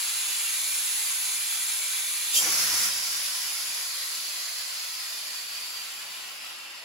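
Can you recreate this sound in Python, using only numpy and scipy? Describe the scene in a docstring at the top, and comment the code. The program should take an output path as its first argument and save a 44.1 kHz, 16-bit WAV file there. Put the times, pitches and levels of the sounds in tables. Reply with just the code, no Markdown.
"""An air compressor tank is drained in a garage, heard through a two-port microphone.
First the barely open valve hisses thinly: shaped noise. Then a slug of water spits out: a bright
burst of noise with short squeals of the drain pipe. Wet air sprays and gushes onto the floor. The free
jet roars on, with a broad whistle that mostly sinks; it grows weaker and duller as the tank empties.
Narrow whistles and broader bands of the hiss swell and sink throughout; near the end come soft
footsteps, each a low thud of noise."""
import sys
import numpy as np
from scipy import signal
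from scipy.fft import rfft, irfft
from scipy.io import wavfile
from scipy.ndimage import uniform_filter1d

SR = 44100
rng = np.random.default_rng(int(sys.argv[2]) if len(sys.argv) > 2 else 0)


def wrap_up_sound(samples):
    """Save the sound to the file named by the first command line argument, as 16-bit audio."""
    columns = np.atleast_2d(samples).T
    # keep every value between -1 and 1, then stretch to whole-number steps
    tamed = np.clip(columns, -1, 1)
    steps = np.round(tamed * 32767).astype(np.int16)
    wavfile.write(sys.argv[1], SR, steps)


N = 301643
CLOCK = np.arange(N) / SR  # time of every sample, in s
ALL_HZ = np.fft.rfftfreq(N, 1 / SR)  # frequencies of the whole sound

# short overlapping frames, in samples, for changes that move in time and frequency
FRAME, HOP = 2048, 256
HZ = np.fft.rfftfreq(FRAME, 1 / SR)
TIMES = np.arange(N // HOP + 2) * HOP / SR

# how much of a change in brightness each frequency takes (f/Hz, share 0-1)
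BRIGHT_SHARE = [(300, 0.25), (2800, 0.35), (6500, 1), (12000, 1)]
# how alike the two ports hear the throttled flow (f/Hz, likeness 0-1)
THIN_LIKENESS = [(200, .94), (330, .85), (500, .68), (800, .35), (1050, .6), (1700, .3), (2350, .5),
                 (2800, .22), (3800, .55), (5400, .1), (6700, .6), (7900, .82), (8350, .99), (8850, .99),
                 (9600, .75), (11000, .96), (12200, .68), (13100, .98), (14000, .98), (14700, .65)]
# how alike the two ports hear the free flow (f/Hz, likeness 0-1)
FREE_LIKENESS = [(200, .92), (330, .84), (500, .65), (800, .25), (1050, .58), (1700, .17), (4400, .3),
                 (5500, .1), (6800, .47), (7900, .82), (8350, .99), (8850, .99), (9600, .75), (11000, .96),
                 (12200, .68), (13100, .98), (14000, .98), (14700, .65)]

# the valve clears, and the jet carries water until the surge ends
CLEAR_AT_S, CLEAR_RISE_DB_PER_S = 2.425, 270
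SURGE_END_S = 2.865


def gain_of(db):
    """Turns decibels into an amplitude factor."""
    return 10 ** (np.asarray(db) / 20)


def read(points, hz):
    """Reads a table over frequency, joined by straight lines on a log axis."""
    f, value = np.transpose(points)
    return np.interp(np.log(hz + 1), np.log(f), value)


def ramp(start_s, length_s):
    """Goes from 0 to 1 in a straight line."""
    return np.clip((CLOCK - start_s) / length_s, 0, 1)


def since(s):
    """Seconds gone by since a moment, zero before it."""
    return np.maximum(CLOCK - s, 0)


def until(s):
    """Seconds left until a moment, zero after it."""
    return np.maximum(s - CLOCK, 0)


def resonance(hz, centre_hz, width_hz):
    """A peak of height 1 that is down to a half at half its width to either side."""
    return 1 / (1 + (2 * (hz - centre_hz) / width_hz) ** 2)


def flutter(times):
    """Random wobble of rms 1, made of sines from 3 to 45 a second, the slow ones strongest."""
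    rates_hz = np.geomspace(3, 45, 40)
    wobble = sum(np.sin(2 * np.pi * (f * times + rng.random())) / f ** .25 for f in rates_hz)
    return wobble / wobble.std()


def garage(t60_s, echo_strength, scatter_hz=200):
    """Frequency response of one path through the room: direct sound and a fading cloud of echoes."""
    t = np.arange(SR // 2) / SR
    fade = gain_of(-60 * t / t60_s)
    echoes = rng.standard_normal(len(t)) * fade * (t > .003)
    echoes = echoes / np.linalg.norm(echoes)
    scattered = echo_strength * ALL_HZ / (ALL_HZ + scatter_hz)  # long waves pass the clutter unscattered
    return (1 + scattered * rfft(echoes, N)) / np.sqrt(1 + scattered ** 2)


def turbulence(spectrum, modes, likeness):
    """Steady flow noise with its resonances, as it reaches the two ports through the room."""
    # phase by which the left port leads (f/Hz, phase/rad)
    phase = [(100, 0), (1200, 0), (1800, -.5), (3300, .1), (4800, .6), (6400, -.4), (7200, -.9), (8300, -3),
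             (8900, -3.3), (10500, -6.1), (11400, -6.5), (12900, -9.2), (14100, -9.6), (15200, -12.4)]
    # left port's level above the right one's (f/Hz, level/dB)
    balance = [(150, -0.6), (750, 1), (2200, 1), (3600, 0), (5700, -1.9), (6600, -5), (7500, 4), (8500, -6),
               (11000, 3), (15000, -2.5)]
    peaks_db = sum(db * resonance(ALL_HZ, f, width) for f, width, db in modes)
    colour_db = read(spectrum, ALL_HZ) + peaks_db

    a, b = (rfft(rng.standard_normal(N)) * garage(t60_s=.25, echo_strength=.36) for _ in range(2))
    same = np.clip(read(likeness, ALL_HZ), 0, 1)
    shared = a * np.sqrt((1 + same) / 2)
    apart = b * np.sqrt((1 - same) / 2)

    # each port takes half of the difference between them
    lean = gain_of(read(balance, ALL_HZ) / 2) * np.exp(.5j * read(phase, ALL_HZ))
    ports = np.array([(shared + apart) * lean, (shared - apart) / lean])
    return irfft(ports * gain_of(colour_db) * np.sqrt(SR / 2), N)  # from level per Hz to samples


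def steer(noise, level_db, tilt_db, shares, flutter_db):
    """The flow sets the level of the noise and tilts it, each frequency by its share."""
    share = np.clip(read(shares, ALL_HZ), 0, 1)
    spectrum = rfft(noise)
    steps = np.linspace(0, 1, 4)
    tilted = 0
    for step in steps:  # split the noise into four overlapping groups of like share
        belongs = np.maximum(1 - abs(share - step) / steps[1], 0)
        tilted = tilted + irfft(spectrum * belongs, N) * gain_of(step * tilt_db)
    wobble = np.interp(CLOCK, TIMES, flutter(TIMES))
    return tilted * gain_of(level_db + flutter_db * wobble)


def change_frames(sound, change_db):
    """Raises or lowers every frequency of every short frame by its own decibels."""
    frames = signal.stft(sound, nperseg=FRAME, noverlap=FRAME - HOP)[2]
    return signal.istft(frames * gain_of(change_db), nperseg=FRAME, noverlap=FRAME - HOP)[1][:, :N]


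def lift(noise, humps):
    """Raises moving bell-shaped bands, each (pitch Hz, spread Hz, height dB) frame by frame."""
    lift_db = sum(db * np.exp(-.5 * ((HZ[:, None] - hz) / spread) ** 2) for hz, spread, db in humps)
    return change_frames(noise, lift_db)


def waver(air, patchy_db=2.07, patch_hz=70, patch_s=0.11):
    """Narrow bands of the hiss come and go at random as the jet shifts."""
    patches = rng.standard_normal((len(HZ), len(TIMES)))
    patches = uniform_filter1d(patches, max(1, round(patch_hz / HZ[1])), axis=0)
    patches = uniform_filter1d(patches, max(1, round(patch_s / TIMES[1])), axis=1)
    return change_frames(air, patchy_db * patches / patches.std())


def footfall(s, level_db, thud_hz=115, width_hz=110, rise_db_per_s=900, fall_db_per_s=170):
    """A soft step on the concrete floor: a low band of noise that rises fast and dies away."""
    thud = irfft(rfft(rng.standard_normal(N)) * resonance(ALL_HZ, thud_hz, width_hz), N)
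    return thud / thud.std() * gain_of(level_db - rise_db_per_s * until(s) - fall_db_per_s * since(s))


def footsteps():
    """Someone walks by: one thud for each step."""
    # soft steps (t/s, level/dB)
    step_rows = [(5.5, -71), (5.98, -72), (6.5, -72)]
    return sum(footfall(*row) for row in step_rows)


def swelling_band(start, end, start_hz, end_hz, spread_hz, height_db):
    """A narrow whistle or broader band of the air swells, may glide a little and sinks again."""
    progress = np.clip((TIMES - start) / (end - start), 0, 1)
    arch = 2 * np.sqrt(progress * (1 - progress))
    return start_hz + (end_hz - start_hz) * progress, spread_hz, height_db * arch


def add_swelling_bands(air):
    """Passing whistles and broad swells colour the flow noise itself."""
    # whistles and broad swells (start t/s, end t/s, start f/Hz, end f/Hz, spread f/Hz, height level/dB)
    band_rows = [(-.4, .55, 2830, 2830, 130, 2.5), (.3, 2.6, 2375, 2375, 35, 3.5),
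                 (2.3, 3.75, 8540, 8540, 110, 2.5), (2.3, 4.5, 10400, 10200, 520, 4),
                 (2.7, 5.4, 6200, 6400, 550, 1.4), (3.15, 3.7, 10420, 10500, 90, 6),
                 (3.75, 5.3, 4200, 4280, 120, 2.5), (4.4, 5.8, 11100, 11300, 200, 1.5),
                 (5.28, 5.9, 4570, 4640, 80, 7.2), (5.3, 6.9, 2420, 2420, 80, 2.4),
                 (5.6, 6.35, 7420, 7400, 75, 7.5), (5.2, 7.6, 2850, 2850, 300, 2.2),
                 (5.5, 7.6, 1370, 1370, 100, 3), (6.1, 7.3, 2720, 2800, 110, 3.2),
                 (5.75, 7.3, 4670, 4640, 55, 4.8), (6.1, 7.2, 5130, 5130, 55, 6.5),
                 (6.35, 7.3, 7400, 7500, 90, 4)]
    return lift(air, [swelling_band(*row) for row in band_rows])


def thin_hiss():
    """Air squeezes past the wet, barely open valve; the hiss thins, dulls slowly and is cut off."""
    # noise colour, before the flow sets it (f/Hz, level per Hz/dB)
    colour = [(40, -103), (80, -99), (160, -98.5), (280, -92), (400, -91), (600, -87.5), (900, -81),
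              (2100, -73), (4300, -70), (5700, -72), (7900, -70.5), (8700, -69.5), (9600, -65.5),
              (11200, -70), (13200, -74), (14000, -78), (15600, -77)]
    # resonances of valve and corner (f/Hz, width f/Hz, height level/dB)
    peaks = [(880, 160, 1.5), (1020, 80, 1.5), (1550, 200, 1), (1980, 150, 1.4), (2290, 130, 2.6),
             (2378, 60, 3.2), (2700, 260, 1.8), (3487, 105, 3.8), (3750, 100, 1), (4045, 110, 4.4),
             (4230, 160, 1.9), (4600, 100, 1.8), (6280, 130, 3), (6615, 120, 5), (6790, 70, 3.2),
             (7000, 70, 4.2), (7410, 70, 5), (7495, 90, 6), (7710, 94, 3.5), (8110, 70, 6), (8309, 80, 4.5),
             (8680, 90, 2.5), (8840, 80, 3.5), (9000, 60, 2), (9280, 130, 2.5), (9854, 70, 3.8),
             (10870, 40, 3), (11145, 90, 5), (11480, 50, 3.5), (12180, 50, 3)]
    end_s, fall_db_per_s = 2.34, 487  # the slug arrives
    settled = ramp(0.26, 0.4)  # start and length in s
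    level_db = 0.85 - 1.5 * settled - fall_db_per_s * since(end_s)
    bright_db = -1.1 + 3 * settled - 1.05 * CLOCK
    noise = turbulence(colour, peaks, THIN_LIKENESS)
    return steer(noise, level_db, bright_db, BRIGHT_SHARE, flutter_db=0.3)


def squeal(start, end, hz, width_hz, level_db):
    """The drain pipe sings for a moment on one resonance as the slug is pushed through."""
    rise_db_per_s, fall_db_per_s = 1500, 553
    tone = irfft(rfft(rng.standard_normal((2, N))) * resonance(ALL_HZ, hz, width_hz), N)
    tone = tone + tone.mean(0)  # makes the two ports more alike
    return tone / tone.std() * gain_of(level_db - rise_db_per_s * until(start) - fall_db_per_s * since(end))


def squeals():
    """The short squeals around the spit, added up."""
    # squeals of the drain pipe (start t/s, end t/s, f/Hz, width f/Hz, level/dB)
    squeal_rows = [(2.34, 2.354, 3550, 170, -33.5), (2.366, 2.398, 3175, 70, -31)]
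    return sum(squeal(*row) for row in squeal_rows)


def spit():
    """The water slug leaves with a short burst that brightens and rings the drain pipe."""
    # noise colour, before the flow sets it (f/Hz, level per Hz/dB)
    colour = [(40, -110), (300, -105), (1400, -83), (2200, -77), (2700, -64.5), (3300, -66), (4300, -64),
              (6000, -59.5), (8500, -63), (11500, -61), (13000, -61), (14200, -74), (15600, -68)]
    # pipe resonances (f/Hz, width f/Hz, height level/dB)
    peaks = [(4590, 110, 4.5), (5300, 200, 2.5), (6770, 130, 3), (7440, 200, 7), (8550, 160, 8),
             (9850, 160, 3), (11100, 150, 3), (11700, 150, 5)]
    start_s, hold_s = 2.355, 0.022
    rise_db_per_s, fall_db_per_s = 496, 330
    level_db = 3.5 - rise_db_per_s * until(start_s) - fall_db_per_s * since(start_s + hold_s)
    bright_db = -4 + 9 * ramp(start_s, 0.097)
    noise = turbulence(colour, peaks, THIN_LIKENESS)
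    return steer(noise, level_db, bright_db, BRIGHT_SHARE, flutter_db=0.3)


def gush():
    """Wet air buffets the floor; the splash thins to a deep rumble and fades as the water runs out."""
    # noise colour, before the flow sets it (f/Hz, level per Hz/dB)
    colour = [(25, -97), (45, -89), (78, -77), (120, -81), (230, -77.5), (400, -84), (520, -85.5),
              (800, -74.5), (1500, -100), (4000, -125)]
    # resonances (f/Hz, width f/Hz, height level/dB)
    peaks = [(159, 35, 4.2), (323, 35, 8.9), (507, 110, 11.3)]
    # how much of a change in depth each frequency takes (f/Hz, share 0-1)
    deep_share = [(130, 1), (350, 0.089)]
    start_s, rise_db_per_s, fall_db_per_s = 2.355, 502, 29
    swollen = ramp(2.40, 0.031)
    thinned = ramp(2.49, 0.21)
    released = ramp(SURGE_END_S, 0.042)
    ending_db = -6.5 * released - fall_db_per_s * since(SURGE_END_S)
    level_db = 0.6 - rise_db_per_s * until(start_s) + 5 * swollen - 12.5 * thinned + ending_db
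    depth_db = -14.5 + 5 * swollen + 15.5 * thinned
    noise = turbulence(colour, peaks, FREE_LIKENESS)
    return steer(noise, level_db, depth_db, deep_share, flutter_db=1.5)


def surge():
    """While the jet carries water it adds a spraying roar that brightens as it dries."""
    # noise colour, before the flow sets it (f/Hz, level per Hz/dB)
    colour = [(40, -110), (500, -86), (800, -81.5), (1100, -74), (1900, -68.5), (3200, -75), (4400, -69.5),
              (5200, -64.5), (5750, -63), (6300, -67.5), (8500, -70.5), (10000, -73), (12500, -72),
              (15600, -76)]
    # resonances (f/Hz, width f/Hz, height level/dB)
    peaks = [(1360, 120, 3.5), (8540, 200, 5), (11650, 110, 3)]
    fall_db_per_s, brighten_db_per_s = 260, 4.5
    level_db = -0.1 - CLEAR_RISE_DB_PER_S * until(CLEAR_AT_S) - fall_db_per_s * since(SURGE_END_S)
    age_s = np.minimum(since(CLEAR_AT_S), SURGE_END_S - CLEAR_AT_S)
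    noise = turbulence(colour, peaks, FREE_LIKENESS)
    return steer(noise, level_db, brighten_db_per_s * age_s, BRIGHT_SHARE, flutter_db=0.96)


def free_jet(whistle_spread_hz=480):
    """The cleared valve roars; as the tank empties the jet dulls and its broad whistle mostly sinks."""
    # noise colour, before the flow sets it (f/Hz, level per Hz/dB)
    colour = [(40, -107.5), (85, -104), (150, -99), (240, -95), (330, -91), (450, -91), (620, -85),
              (1050, -80.5), (2500, -74), (3300, -74), (4000, -73.5), (5600, -75), (6500, -74.5),
              (7200, -73.5), (8000, -76), (9400, -74.5), (10200, -77.5), (11200, -76.5), (12900, -76.5),
              (14000, -82.5), (15600, -80.5)]
    # narrow resonances (f/Hz, width f/Hz, height level/dB)
    peaks = [(1080, 130, 2.2), (1350, 130, 1), (1920, 160, 1.8), (2400, 100, 1.8), (2710, 60, 1.2),
             (3150, 70, 1.8), (3482, 70, 2.6), (4590, 50, 1.5), (5120, 50, 1.2), (5910, 110, 2.8),
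             (7005, 50, 2), (7390, 90, 2.8), (7480, 60, 2.5), (7707, 100, 2.8), (8002, 150, 2.8),
             (8260, 90, 2.5), (8546, 130, 3.6), (9050, 150, 2), (9400, 170, 2.5), (9594, 70, 3.5),
             (10120, 60, 2), (10971, 147, 3.6), (11300, 173, 3.3), (11668, 120, 2.8), (12245, 90, 2.5),
             (13200, 300, 2)]
    # the broad whistle (t/s, f/Hz, height level/dB)
    whistle_path = [(2.45, 5500, 3), (3.0, 5150, 8), (3.5, 5020, 6.5), (4.0, 4700, 6.5), (4.5, 4720, 7.5),
                    (5.1, 4830, 8), (5.7, 4750, 5.5), (6.2, 4700, 4.5), (6.8, 4900, 4.2)]
    age_s = since(CLEAR_AT_S)

    # the first excess of pressure dies away, and the level sinks with it
    excess = np.exp(-age_s / 1.22)
    level_db = -1 + 5 * excess - CLEAR_RISE_DB_PER_S * until(CLEAR_AT_S)

    # the jet dulls steadily, and then ever faster
    late_dulling_db = 9.5 * (age_s / 4.44) ** 7.6
    bright_db = 2 - 1.68 * age_s - late_dulling_db
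    noise = turbulence(colour, peaks, FREE_LIKENESS)
    roar = steer(noise, level_db, bright_db, BRIGHT_SHARE, flutter_db=0.37)

    s, pitch_hz, height_db = np.transpose(whistle_path)
    broad_whistle = np.interp(TIMES, s, pitch_hz), whistle_spread_hz, np.interp(TIMES, s, height_db)

    # late on, the slow jet gains body in the low middle (pitch Hz, spread Hz, height dB)
    body = 480, 450, 2.8 * np.maximum(TIMES - 5.1, 0)
    return lift(roar, [broad_whistle, body])


def scene():
    """The stages of the draining run into one another; whistles and swells colour it; someone walks by."""
    air = thin_hiss() + spit() + surge() + free_jet()
    air = waver(add_swelling_bands(air))
    return footsteps() + gush() + squeals() + air


def record(dry):
    """The microphone sheds the deepest bass; then a steep filter takes off the highest treble."""
    bass_cut = signal.butter(2, 36, "highpass", fs=SR, output="sos")
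    lean = signal.sosfilt(bass_cut, dry)
    treble_cut = signal.firwin(511, 15780, window=("kaiser", 9), fs=SR)  # edge in Hz
    return signal.oaconvolve(lean, treble_cut[None], "same")


dry = scene()
out = record(dry)
wrap_up_sound(out)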